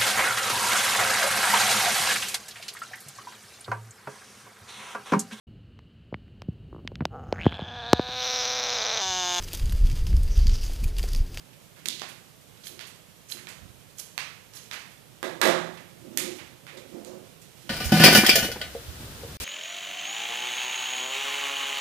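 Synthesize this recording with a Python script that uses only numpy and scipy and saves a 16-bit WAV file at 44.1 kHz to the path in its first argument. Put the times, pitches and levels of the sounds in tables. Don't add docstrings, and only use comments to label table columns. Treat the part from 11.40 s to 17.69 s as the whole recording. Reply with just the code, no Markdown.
import sys
import numpy as np
from scipy import signal
from scipy.fft import rfft, irfft, next_fast_len
from scipy.io import wavfile
from scipy.ndimage import map_coordinates

SR = 44100
rng = np.random.default_rng(int(sys.argv[2]) if len(sys.argv) > 2 else 0)


def dump_mix(stems):
    frames = np.atleast_2d(stems).T
    limited = np.clip(frames, -1, 1)
    pcm = np.round(limited * 32767).astype(np.int16)
    wavfile.write(sys.argv[1], SR, pcm)


N = 277477

# f/Hz, width/Hz, level/dB
BLADE_MODES = [(3150, 190, 4), (4120, 76, 8), (5450, 140, 3), (6420, 200, 7), (7850, 130, 3),
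               (10200, 270, 7), (12000, 250, 6)]
TABLE_MODES = [(129.6, 6.3, 9), (162, 4.4, 9), (213.4, 9, 8), (256, 16, 6.5), (340.2, 13.7, 12.5),
               (365.7, 11, 16), (528, 19, 11.5), (649, 75, 5), (1193, 130, 0.5), (1640, 105, 4.5),
               (1964, 97, 5), (3600, 270, 5.5), (4040, 84, 6)]


def amp(db):
    return 10 ** (np.asarray(db) / 20)


def unit_rms(x):
    return x / np.sqrt(np.mean(x ** 2) + 1e-20)


def along(points, hz):
    f, v = np.transpose(points)
    return np.interp(np.log(hz + 1), np.log(f + 1), v)


def body(modes, peak_hz, below_db_oct, above_db_oct):
    def gain(f):
        octaves = np.log2((f + 20) / peak_hz)
        hump = amp(np.where(octaves < 0, abs(below_db_oct), -abs(above_db_oct)) * octaves)
        peaks = sum(amp(2 * db) / (1 + (2 * (f - hz) / width) ** 2) for hz, width, db in modes)
        return hump * np.sqrt(1 + peaks)
    return gain


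def causal(gain, size):
    cepstrum = irfft(np.log(gain(np.fft.rfftfreq(size, 1 / SR)) + 1e-6))
    cepstrum[1:size // 2] *= 2
    cepstrum[size // 2 + 1:] = 0
    return irfft(np.exp(rfft(cepstrum)))


def filtered(x, gain):
    size = next_fast_len(N + 8192)
    return irfft(rfft(x, size) * gain(np.fft.rfftfreq(size, 1 / SR)), size)[..., :N]


def low_cut(x, hz):
    return filtered(x, lambda f: 1 / (1 + (hz / (f + 1)) ** 6))


def room():
    decay = [(150, 0.78), (400, 0.62), (1000, 0.66), (2800, 0.57), (7000, 0.54), (14000, 0.29)]
    echoes = [(2.5, -17), (8.6, -9), (13.5, -13), (18.5, -14), (23.5, -14), (27.5, -15)]
    size = round(.8 * SR)
    hz, t, spectra = signal.stft(rng.standard_normal(size), SR, nperseg=256)
    spectra *= amp(-60 * t / along(decay, hz)[:, None])
    tail = signal.istft(spectra, SR, nperseg=256)[1][:size]
    build_s = np.clip(np.arange(size) / SR - .008, 0, 1)
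    tail *= .45 + .55 * (1 - np.exp(-build_s / .005))
    early = np.zeros(2048)
    for ms, db in echoes:
        early[round(ms * SR / 1000)] = amp(db + rng.normal(0, 2))
    return early, tail / np.linalg.norm(tail)


def with_tail(x, db):
    return x + amp(db) * signal.fftconvolve(x, room()[1])[:N]


def contacts(rows, modes, above_db_oct, size=4096):
    reflectance = [(300, -0.2), (2000, 0.83), (5000, -2.5), (14000, -3.5)]
    surface = causal(lambda f: amp(along(reflectance, f)), 256)
    out, t = np.zeros(N + 2 * SR), np.arange(2048) / SR
    for at_s, db, peak_hz, below_db_oct, ms, room_db in rows:
        age = t / (ms / 1000 + 1e-5)
        crackle = age * np.exp(-3 * age) * rng.standard_normal(len(t))
        crackle /= np.linalg.norm(crackle)
        lead = round(ms * SR / 3000)
        crackle[lead] += 1.6 * np.exp(-ms / 2.5)
        crackle /= np.linalg.norm(crackle)
        ring = causal(body(modes, peak_hz, below_db_oct, above_db_oct), size)
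        ring *= amp(db) / np.linalg.norm(ring)
        direct = signal.fftconvolve(crackle, ring)
        early, tail = room()
        early *= amp(min(room_db - 3, 1))
        reflected = signal.fftconvolve(np.convolve(direct, surface), early)
        diffuse = amp(room_db) * signal.fftconvolve(np.convolve(ring, surface), tail)
        for part in direct, reflected, diffuse:
            out[round(at_s * SR) - lead:][:len(part)] += part
    return out[:N]


def grains(colour, rough_db, rate_hz):
    noise = rng.standard_normal(N)
    knots = rng.standard_normal(int(N * rate_hz / SR) + 4)
    wobble = map_coordinates(knots, [np.arange(N) * rate_hz / SR])
    return unit_rms(filtered(noise * amp(rough_db * wobble), colour))


def gain_curves(rows, rise_db_s, fall_db_s):
    at_s, hold_s, db = np.array(rows).T[:3, :, None]
    t = np.arange(N) / SR
    before_s = np.maximum(at_s - t, 0)
    after_s = np.maximum(t - at_s - hold_s, 0)
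    return amp(db - rise_db_s * before_s - fall_db_s * after_s)


def room_air():
    spectrum = [(25, -24), (50, -15.5), (120, 0), (170, -2), (260, -10.5), (360, -10.5), (550, -11),
                (800, -17.5), (2000, -23), (3300, -21), (6000, -40), (15000, -65)]
    return amp(-51) * grains(lambda f: amp(along(spectrum, f)), rough_db=.6, rate_hz=5)


def rustle():
    swells = [(.61, 0.017, -65), (3.38, 0.0093, -50), (4.94, 0.008, -49), (5.57, 0.012, -59.5),
              (6.28, .01, -54.5)]
    envelope = amp(-59.5) + gain_curves(swells, rise_db_s=76, fall_db_s=240).sum(0)
    return with_tail(envelope * grains(body([], 3000, 4, 3), rough_db=3, rate_hz=40), db=-4)


def paper_contacts():
    modes = [(2180, 770, 5), (3530, 1800, 3.5), (6770, 530, 1)]
    # t/s, level/dB, f/Hz, slope below/(dB/oct), length/ms, room/dB
    scuffs = [(.133, -25, 2800, 8.9, 13, -17), (.365, -25, 1970, 1.4, 15, 5), (.391, -27, 2800, 4, 7.2, 1),
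              (.69, -17, 10000, 7.4, 14, 5), (1.472, -18, 9000, 7.3, 14, 4.5),
              (2.09, -14, 8000, 4.2, 13, 5), (4.375, -19.5, 2000, 4.9, 10, 5.5),
              (4.99, -14, 2700, 1.3, 19, 4), (5.376, -15.5, 4240, 3.3, 19, .4),
              (6.02, -20.5, 7150, 8.8, 16, -1), (6.27, -34, 5000, 2.1, 15, -4)]
    snaps = [(.458, -1, 4200, 5.8, 2.4, -17), (.4617, -6, 6000, 5.3, 2.1, 5.5),
             (.486, 6, 3700, 23, 1.04, -4), (.5965, -13.5, 3900, 9.7, 2.46, 8),
             (1.174, -28, 3600, 13, 10, -5), (4.7745, 7.5, 11000, 3.6, 2.2, 3),
             (5.268, -17, 2400, 3, 2.64, 8), (5.6483, -15.5, 6470, 7.8, 2.44, 3.5),
             (5.983, -38, 2520, 6, 2.3, -1)]
    return contacts(scuffs, modes, above_db_oct=6.1) + contacts(snaps, modes, above_db_oct=6.4)


def tip_thuds():
    thuds = [(.462, -19, 328, 1.9, 2.4, 5.1), (1.298, -25, 363, 6.5, 6.6, 8.6),
             (1.949, -20, 332, 1.5, 4.6, 2.6)]
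    return contacts(thuds, TABLE_MODES, above_db_oct=10, size=16384)


def handle_clicks():
    modes = [(1810, 49, -4.5), (2580, 490, -8.5), (4620, 480, 0.5), (6100, 330, 1)]
    shuts = [(.6188, -6.5, 2720, 0.79, 1.05, 1.9), (1.393, -13, 3150, 4.4, 1.57, 7.5),
             (1.411, -15.5, 3340, 7, 5.7, 1.5), (1.971, -16.5, 2090, 7.3, 2.2, 2.4),
             (2.071, -13.5, 2390, 2.6, 1.83, 4), (2.779, 0.9, 2540, 5.2, 1.4, 1.6),
             (3.313, -7.5, 2190, 5.4, 2.1, 6.1), (3.335, -8.5, 3100, 5.1, 13.2, 1.1)]
    return contacts(shuts, modes, above_db_oct=8)


def blade_bites():
    bites = [(1.241, -15.5, 5040, 5, 19, -7), (1.255, -21, 7000, 4, 7.2, -8),
             (1.27, -9, 4170, 7, 4.8, -4.5), (1.891, -17, 6500, 21, 21, -9),
             (1.901, -16, 6450, -2.5, 3.7, 1.2), (1.9215, -4, 4100, 10.5, 3, -5.5),
             (2.585, -10, 7000, 18, 3.8, -7), (2.599, -7.5, 5960, 24, 4, -7.5),
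             (3.137, -20, 6250, 2, 6.4, 7), (3.16, -22, 6800, 13, 9.7, 9), (3.17, -16.5, 5160, -4, 11, 0)]
    return contacts(bites, BLADE_MODES, above_db_oct=20.3)


def blade_shear():
    slides = [(1.268, 0.0051, -35), (1.915, 0.009, -32.5), (2.594, 0.0052, -33.5), (3.16, .012, -40.5)]  # t/s, hold/s, level/dB
    envelope = gain_curves(slides, rise_db_s=740, fall_db_s=530).sum(0)
    friction = grains(body(BLADE_MODES, 9000, 2.8, 1.1), rough_db=3, rate_hz=440)
    return with_tail(envelope * friction, db=-4)


def far_bump():
    bump = [(2.224, 0.0092, -39.5)]  # t/s, hold/s, level/dB
    envelope = gain_curves(bump, rise_db_s=380, fall_db_s=97).sum(0)
    rumble = grains(body([], 91, 18, 13.7), rough_db=4, rate_hz=15.9)
    return low_cut(envelope * rumble, hz=60)


def drop_clack():
    knocks = [(3.8295, -0.26, 457, 5.5, 1.7, 5.5), (4.015, 6, 960, 5, 1.9, 9.5),
              (4.0165, 7, 2460, 2.6, 3.5, -12), (4.034, 2.5, 640, 2.8, 1.43, 11),
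              (4.056, 5.5, 615, 1.8, 2.8, 4), (4.075, 3, 604, 5.4, 2.43, 7)]
    return contacts(knocks, TABLE_MODES, above_db_oct=4.06, size=16384)


def standing_waves():
    waves = [(4.03, 170.9, -23, 88, 0.87), (4.029, 372.5, -35, 140, 0.4)]  # t/s, f/Hz, level/dB, swell/ms, t60/s
    out = np.zeros(N)
    for at_s, hz, db, swell_ms, t60_s in waves:
        t = np.maximum(np.arange(N) / SR - at_s, 0)
        swell = 1 - np.exp(-(t * 1000 / swell_ms) ** 2)
        out += amp(db - 60 * t / t60_s) * swell * np.sin(2 * np.pi * hz * t)
    return out


def finger_rub():
    drags = [(4.678, 0.0082, -42.5, -5.5), (4.775, .01, -44.5, -5), (4.84, 0.062, -35.5, -12),
             (5.381, 0.0047, -45, 2), (5.552, 0.02, -39.5, -2), (5.68, 0.093, -48.5, 5.5),
             (6.28, .01, -48.5, -9)]
    deep = grains(body(TABLE_MODES, 314, 10.7, 28.4), rough_db=2, rate_hz=39)
    upper = grains(body(TABLE_MODES, 495, 26, 13.1), rough_db=2, rate_hz=40)
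    envelopes = gain_curves(drags, rise_db_s=230, fall_db_s=270)
    upper_envelope = amp(np.array(drags)[:, -1]) @ envelopes
    return with_tail(envelopes.sum(0) * deep + upper_envelope * upper, db=-5)


def scene():
    hits = paper_contacts() + tip_thuds() + handle_clicks() + blade_bites() + drop_clack()
    hits = low_cut(hits, hz=105)
    beds = room_air() + rustle() + blade_shear() + far_bump() + standing_waves() + finger_rub()
    return np.array([np.zeros(N), hits + beds])


def record(dry):
    spectrum = [(25, -20), (60, -8), (150, 6.5), (500, 3.5), (2000, 1.5), (6000, 1.5), (15000, 0.5)]
    mains = [(50, -75.5), (150, -93), (200, -90), (300, -91)]
    shared, left, right = filtered(rng.standard_normal((3, N)), lambda f: amp(along(spectrum, f)))
    hiss = amp(-57) * np.array([unit_rms(left + .59 * shared), unit_rms(right + .8 * shared)])
    hum = sum(amp(db) * np.sin(2 * np.pi * hz * np.arange(N) / SR) for hz, db in mains)
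    leak = amp(-40) * filtered(dry[1], lambda f: f / 10000)
    mix = dry + hiss + hum + np.array([leak, np.zeros(N)])
    edge_hz, top_hz = 14300, 15477
    return filtered(mix, lambda f: np.where(f < edge_hz, 1, amp(-36)) * (f < top_hz))


dry = scene()
out = record(dry)
dump_mix(out)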